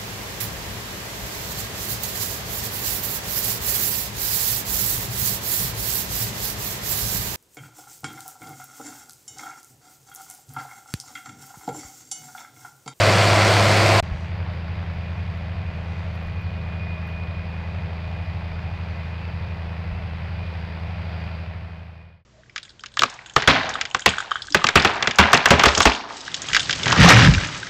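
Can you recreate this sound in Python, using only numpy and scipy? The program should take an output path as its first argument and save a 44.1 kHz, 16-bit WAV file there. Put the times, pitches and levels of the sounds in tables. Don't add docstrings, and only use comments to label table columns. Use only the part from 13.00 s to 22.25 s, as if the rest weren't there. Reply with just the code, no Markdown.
import sys
import numpy as np
from scipy import signal
from scipy.fft import rfft, irfft, next_fast_len
from scipy.io import wavfile

SR = 44100
rng = np.random.default_rng(int(sys.argv[2]) if len(sys.argv) > 2 else 0)


def master_out(mix):
    frames = np.transpose(np.atleast_2d(mix))
    ceiling = np.clip(frames, -1, 1)
    pcm = np.round(ceiling * 32767).astype(np.int16)
    wavfile.write(sys.argv[1], SR, pcm)


def ratio_of_db(decibels):
    return 10 ** (np.asarray(decibels, float) / 20)


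N = 407915
T = np.arange(N) / SR
CUT_S, RESUME_S = 1.0034, 1.0266
FADE_START_S, FADE_END_S = 8.25, 9.25

# cycle_multiple, level_db
NEAR_EXHAUST_ORDERS = [(1, -30.5), (2, -35), (3, -27.5), (4, -30.5), (5, -25.5), (6, 0.5), (7, -12.5),
                       (8, -22), (9, -29), (10, -20.5), (11, -26.5), (12, -20.5), (13, -30.5), (14, -23)]
# cycle_multiple, level_db
NEAR_PANEL_ORDERS = [(20, -23), (32, -14.5), (34, -14.5), (36, -20.5), (38, -19.5), (40, -11), (44, -17.5),
                     (54, -24.5), (60, -19), (124, -21.5)]
# frequency_hz, density_db (per Hz)
NEAR_SPECTRUM = [(300, -5), (453, -5.5), (535, -3), (663, 0.5), (864, -7), (1000, -5), (1820, -12.5),
                 (2110, -9.5), (3180, -17.5), (4500, -13.5), (6270, -23), (8300, -25), (10000, -35),
                 (15600, -44)]
# frequency_hz, density_db (per Hz)
NEAR_RUMBLE_SPECTRUM = [(20, -22), (55, -11), (90, -5), (130, -3), (200, -3), (265, -11), (300, -6)]
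# exhaust_db, clatter_db, soil_hiss_db
NEAR_NOISE_LEVELS = (-20.1, -21.5, -27)
CYLINDER_STRENGTHS = [
    (-4.5, -7, -1.1, 2, -7.5, -1),
    (-6.5, -12.5, 0.36, -1.6, -11, 1),
    (-4.5, -2.5, 1.7, -2, -16, 1),
]

# cycle_multiple, level_db
FAR_EXHAUST_ORDERS = [(2, -33), (3, -32), (4, -26), (6, 0), (7, -19), (8, -12), (9, -19), (10, -16),
                      (12, -8), (13, -31), (14, -14), (15, -25), (16, -30), (18, -29), (20, -35), (22, -32),
                      (24, -30), (30, -29), (36, -30), (38, -30),
                      (19, -42), (21, -38), (23, -34), (25, -38), (26, -39), (27, -39), (32, -31), (40, -33),
                   (46, -31), (50, -33), (66, -35), (73, -37)]
# frequency_hz, density_db (per Hz)
FAR_SPECTRUM = [(300, -16.5), (400, -11.5), (650, -5), (900, -8), (1400, -14), (2300, -14), (3100, -21),
                (4900, -28.5), (6000, -44), (9000, -58.5)]
# frequency_hz, density_db (per Hz)
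FAR_RUMBLE_SPECTRUM = [(20, -7), (45, -2), (70, -2), (110, -2), (140, -3), (170, -7), (205, -17),
                       (260, -22.5), (300, -18)]
# exhaust_db, clatter_db, soil_hiss_db
FAR_NOISE_LEVELS = (-44, -45.5, -57)
# exhaust_db, clatter_db, soil_hiss_db
FULL_LOAD_GAINS = (1.1, 2, 3)
# centre_s, load_share, half_length_s
HEAVY_SOIL = [
    (1.0, 0.94, 0.15),
    (1.65, 0.34, 0.35),
    (5.5, .3, 0.95),
    (6.2, .3, 0.37),
    (7.55, .55, 0.39),
    (8.22, 0.86, .27),
]
# firing_hz, drift_hz_per_s, level_db, drift_db_per_s
LEAD_ENGINE = (82.52, -.17, -30.9, -.1)
# firing_hz, drift_hz_per_s, level_db, drift_db_per_s
BEATING_ENGINES = [
    (92.9, .03, -37.3, -.3),
    (95.1, -.01, -38.2, -.45),
]
# pitch_hz, drift_hz_per_s, level_db, drift_db_per_s
SLOWING_ENGINE = (145.6, -1.4, -48.5, -.5)
# lead_hz, lower_hz, upper_hz
GOVERNOR_HUNTING = (.04, .25, .12)
# lower_db, upper_db
BEATING_OCTAVES = (-21, -40)
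# pitch_ratio, level_db
SLOWING_PARTIALS = [(1, -0.5), (.8996, -1.5), (0.83, -6.5)]
# pitch_hz, level_db
SHAFT_TONES = [(36.7, -60), (73.35, -51.5), (105.3, -51), (157.5, -58), (200.5, -67)]
# pitch_ratio, level_db, strongest_s
MESH_COMPANIONS = [(0.2559, -59, 4.0), (0.4448, -59, 3.0), (0.819, -58, 3.4), (1.0176, -58, 6.8),
                   (1.085, -60, 6.7)]
# centre_s, level_db, half_length_s
MESH_SWELLS = [(2.093, -53, 0.18), (2.7, -54.5, 0.35), (3.397, -49, 0.26), (3.95, -43.5, 0.27),
               (4.5, -48.5, 0.31), (5.15, -51, .2), (5.65, -53, .15), (6.1, -54.5, .15), (6.5, -54, 0.12),
               (7.45, -52.5, 0.13), (8.15, -53, .35), (9.08, -48.5, 0.12)]

# frequency_hz, density_db (per Hz)
RUSTLE_SPECTRUM = [(5500, 4.5), (6500, 0), (8000, -8), (11000, -23)]
# centre_s, level_db, half_length_s
STUBBLE_GUSTS = [
    (1.03, -58, 0.045),
    (1.2, -61, 0.096),
    (2.196, -77, 0.32),
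    (3.05, -70, .25),
    (4.8, -79, .2),
    (5.9, -80, .4),
]
# start_s, peak_db, pitch_hz
STAND_KNOCKS = [
    (1.115, -22, 54.5),
    (3.25, -33, 35),
    (5.5, -36, 38),
    (6.915, -26, 54.7),
]
# start_s, peak_db, pitch_hz
HOUSING_TICKS = [(1.19, -66, 8500), (2.1804, -64.5, 11000), (2.376, -57.5, 13600), (2.391, -68, 9000),
                 (3.1427, -59.5, 12600), (3.152, -60, 9500), (3.158, -56.5, 14000), (3.2265, -58, 14070),
                 (3.239, -63.5, 13500), (3.267, -62, 11000), (3.270, -62, 13600), (3.4156, -56.5, 13300),
                 (4.0721, -52, 13200), (4.085, -67, 9000), (4.092, -64, 11000), (4.093, -64, 13500)]
# start_s, length_s, from_hz, to_hz, level_db
BIRD_CALL = (3.436, .035, 6200, 4100, -53.5)


def rms_one(x):
    return x / np.sqrt(np.mean(x ** 2) + 1e-20)


def drift(rate):
    pole = np.exp(-80 * np.pi * rate / SR)
    noise = rng.standard_normal(N // 40 + 2002)
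    slow = signal.lfilter([1], [1, -2 * pole, pole * pole], noise)[2000:]
    return np.interp(np.arange(N) / 40, np.arange(len(slow)), rms_one(slow))


def turns(hz):
    return 2 * np.pi * np.cumsum(hz * np.ones(N)) / SR


def tone(phase, db, flutter_db, rate):
    return np.sqrt(2) * ratio_of_db(db + flutter_db * drift(rate)) * np.cos(phase)


def band_noise(colour, low, high, patchy_db):
    size = next_fast_len(N)
    hz = np.maximum(np.arange(size // 2 + 1) * SR / size, 1)
    points = np.array(colour)
    shape_db = np.interp(np.log(hz), np.log(points[:, 0]), points[:, 1])
    shaped = rfft(rng.standard_normal(size)) * ratio_of_db(shape_db)
    edges = np.geomspace(low, high, 5)
    together = drift(3.8)
    out = 0
    for a, b in zip(edges, edges[1:]):
        strip = irfft(shaped * (hz >= a) * (hz < b), size)[:N]
        out = out + strip * ratio_of_db(patchy_db * (together + drift(7.8)))
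    return rms_one(out)


def exhaust_tones(cycle, firing_db, orders, flutter_db, rate):
    pipe_lag_rad = .235
    out = 0
    for k, db in orders:
        slip = 0
        if k > 15 and k % 6:
            slip = rng.uniform(0, 2 * np.pi) + 1.2 * drift(.5)
        flutter = flutter_db * min(1, (1.5 - db) / 12)
        out = out + tone(k * cycle - pipe_lag_rad * k ** 2 + slip, firing_db + db, flutter, rate)
    return out


def engine_noise(cycle, levels, colour, burst, patchy_db):
    firing = 6 * cycle / (2 * np.pi) - 4.36
    cylinder = np.floor(firing).astype(int) % 6
    shape = np.exp(2.2 * (np.cos(2 * np.pi * (firing - .5)) - 1))
    edges = [300, 1300, 3500, 15700]   # exhaust, clatter, soil hiss (Hz)
    out = np.zeros(N)
    for low, high, db, pattern in zip(edges, edges[1:], levels, CYLINDER_STRENGTHS):
        gate = rms_one(1 + burst * shape * ratio_of_db(np.array(pattern)[cylinder]))
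        out += ratio_of_db(db) * gate * band_noise(colour, low, high, patchy_db)
    return out


def near_tractor():
    firing_hz, firing_db = 101.89, -19.9
    cycle = turns(firing_hz / 6)
    tones = exhaust_tones(cycle, firing_db, NEAR_EXHAUST_ORDERS, flutter_db=1.0, rate=4.0)
    panels = exhaust_tones(cycle, firing_db, NEAR_PANEL_ORDERS, flutter_db=2.2, rate=5.0)
    rumble = ratio_of_db(-29) * band_noise(NEAR_RUMBLE_SPECTRUM, 20, 300, patchy_db=-0.3)
    noise = engine_noise(cycle, NEAR_NOISE_LEVELS, NEAR_SPECTRUM, burst=0.55, patchy_db=0.32)
    return tones + panels + rumble + noise


def change_scene(near, far):
    ramp_s, remnant_s, entry_s = .0008, .009, .002
    since = np.maximum(T - CUT_S, 0)
    gap = (T < RESUME_S) * np.clip(1 + (T - CUT_S) / ramp_s, 0, 1)
    dull = signal.sosfilt(signal.butter(2, [400, 2500], "band", fs=SR, output="sos"), near)
    remnant = dull * ratio_of_db(-23) * np.clip(1 - since / remnant_s, 0, 1)
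    settling = 0.067 * np.exp(-since / 0.0053) - .006
    leaving = np.clip((CUT_S - T) / ramp_s, 0, 1)
    entry = (T >= RESUME_S) * np.clip(.5 + (T - RESUME_S) / entry_s, 0, 1)
    return near * leaving + (remnant + settling) * gap + far * entry


def in_time(hz, hz_per_s, db, db_per_s):
    since = T - RESUME_S
    return hz + hz_per_s * since, db + db_per_s * since


def swells(rows):
    return sum(top * np.exp(-((T - s) / half) ** 2) for s, top, half in rows)


def swelling(bed_db, rows):
    return ratio_of_db(bed_db) + swells([(s, ratio_of_db(db), half) for s, db, half in rows])


def far_lead():
    hz, db = in_time(*LEAD_ENGINE)
    cycle = turns((hz + GOVERNOR_HUNTING[0] * drift(.5)) / 6)
    tones = exhaust_tones(cycle, db, FAR_EXHAUST_ORDERS, flutter_db=.8, rate=1.5)
    rumble = ratio_of_db(-43) * band_noise(FAR_RUMBLE_SPECTRUM, 23, 300, patchy_db=0.8)
    load = swells(HEAVY_SOIL)
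    levels = [base_db + gain_db * load for base_db, gain_db in zip(FAR_NOISE_LEVELS, FULL_LOAD_GAINS)]
    roar = engine_noise(cycle, levels, FAR_SPECTRUM, burst=0.67, patchy_db=0.27)
    return tones + rumble + roar


def beating_engines():
    out = 0
    for engine, hunting_hz, octave_db in zip(BEATING_ENGINES, GOVERNOR_HUNTING[1:], BEATING_OCTAVES):
        hz, db = in_time(*engine)
        phase = turns(hz + hunting_hz * drift(.5))
        out = out + tone(phase, db, .9, 1.0) + tone(2 * phase, db + octave_db, 1.5, 1.0)
    return out


def slowing_machine():
    hz, db = in_time(*SLOWING_ENGINE)
    return sum(tone(turns(hz * ratio), db + rel_db, 1.8, .6) for ratio, rel_db in SLOWING_PARTIALS)


def shafts():
    return sum(tone(turns(hz), db, 1.5, 1.2) for hz, db in SHAFT_TONES)


def gear_whine():
    mesh_rise = swells([(3.7, 9.0, .9)])
    hz = 2452 - .4 * (T - RESUME_S) + mesh_rise + 4.04 * drift(6.3)
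    out = swelling(-61, MESH_SWELLS) * tone(turns(hz), -2.5, 2.2, 18.0)
    for ratio, top_db, at in MESH_COMPANIONS:
        out = out + tone(turns(hz * ratio), top_db - 1.0 * np.abs(T - at), 2.9, 10.0)
    return out


def turbo_breath():
    centre_hz, width_hz = 4710, 300
    edges = [centre_hz - width_hz / 2, centre_hz + width_hz / 2]
    duct = signal.butter(2, edges, "band", fs=SR, output="sos")
    breath = signal.sosfilt(duct, rng.standard_normal(N))
    boost_db = -68 + 12 * swells(HEAVY_SOIL) + 1.2 * drift(8.0)
    return ratio_of_db(boost_db - 2) * rms_one(breath)


def stubble_rustle():
    rustle = band_noise(RUSTLE_SPECTRUM, 5500, 11000, patchy_db=0.9)
    return ratio_of_db(-5) * swelling(-69 - 0.4 * T, STUBBLE_GUSTS) * rustle


def microphone_hiss():
    return ratio_of_db(-77.5) * rng.standard_normal(N)


def bursts(events, cycles, rise):
    out = np.zeros(N)
    for s, db, hz in events:
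        c = np.arange(int(6 * cycles * SR / hz)) * hz / SR
        ring = (1 - np.exp(-c / rise)) * np.exp(-c / cycles) * np.sin(2 * np.pi * c)
        i = round(s * SR)
        out[i:i + len(c)] += ratio_of_db(db) * ring / np.max(np.abs(ring))
    return out


def stand_bumps():
    return bursts(STAND_KNOCKS, cycles=0.98, rise=0.35)


def creaks():
    band = signal.butter(2, [9500, 14500], "band", fs=SR, output="sos")
    scratch = signal.sosfilt(band, rng.standard_normal(N))
    marks = np.zeros(N)
    marks[[round(s * SR) for s, db, hz in HOUSING_TICKS]] = ratio_of_db(np.array(HOUSING_TICKS)[:, 1] - 3)
    decay = np.exp(-1 / (.003 * SR))
    envelope = signal.lfilter([1], [1, -decay], marks + 1e-18)
    return bursts(HOUSING_TICKS, cycles=45.0, rise=6.0) * ratio_of_db(-9) + scratch * envelope


def bird():
    s, length, from_hz, to_hz, db = BIRD_CALL
    u = np.clip((T - s) / length, 0, 1)
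    hz = to_hz + (from_hz - to_hz) * np.exp(-4.0 * u)
    return ratio_of_db(db) * np.sin(np.pi * u ** 0.82) * np.sin(turns(hz))


def closing_fade():
    fade = np.clip((FADE_END_S - T) / (FADE_END_S - FADE_START_S), 1e-4, 1)
    return fade * np.clip((FADE_END_S - T) / 0.04, 0, 1)


def scene():
    engines = far_lead() + beating_engines() + slowing_machine() + shafts() + gear_whine()
    air = turbo_breath() + stubble_rustle() + microphone_hiss()
    far = engines + air + stand_bumps() + creaks() + bird()
    return np.tile(change_scene(near_tractor(), far) * closing_fade(), (2, 1))


def top_cut(x):
    return signal.sosfilt(signal.butter(12, 15700, fs=SR, output="sos"), x)


def record(dry):
    headroom = .95
    return top_cut(headroom * np.tanh(dry / headroom))


dry = scene()
out = record(dry)
master_out(out)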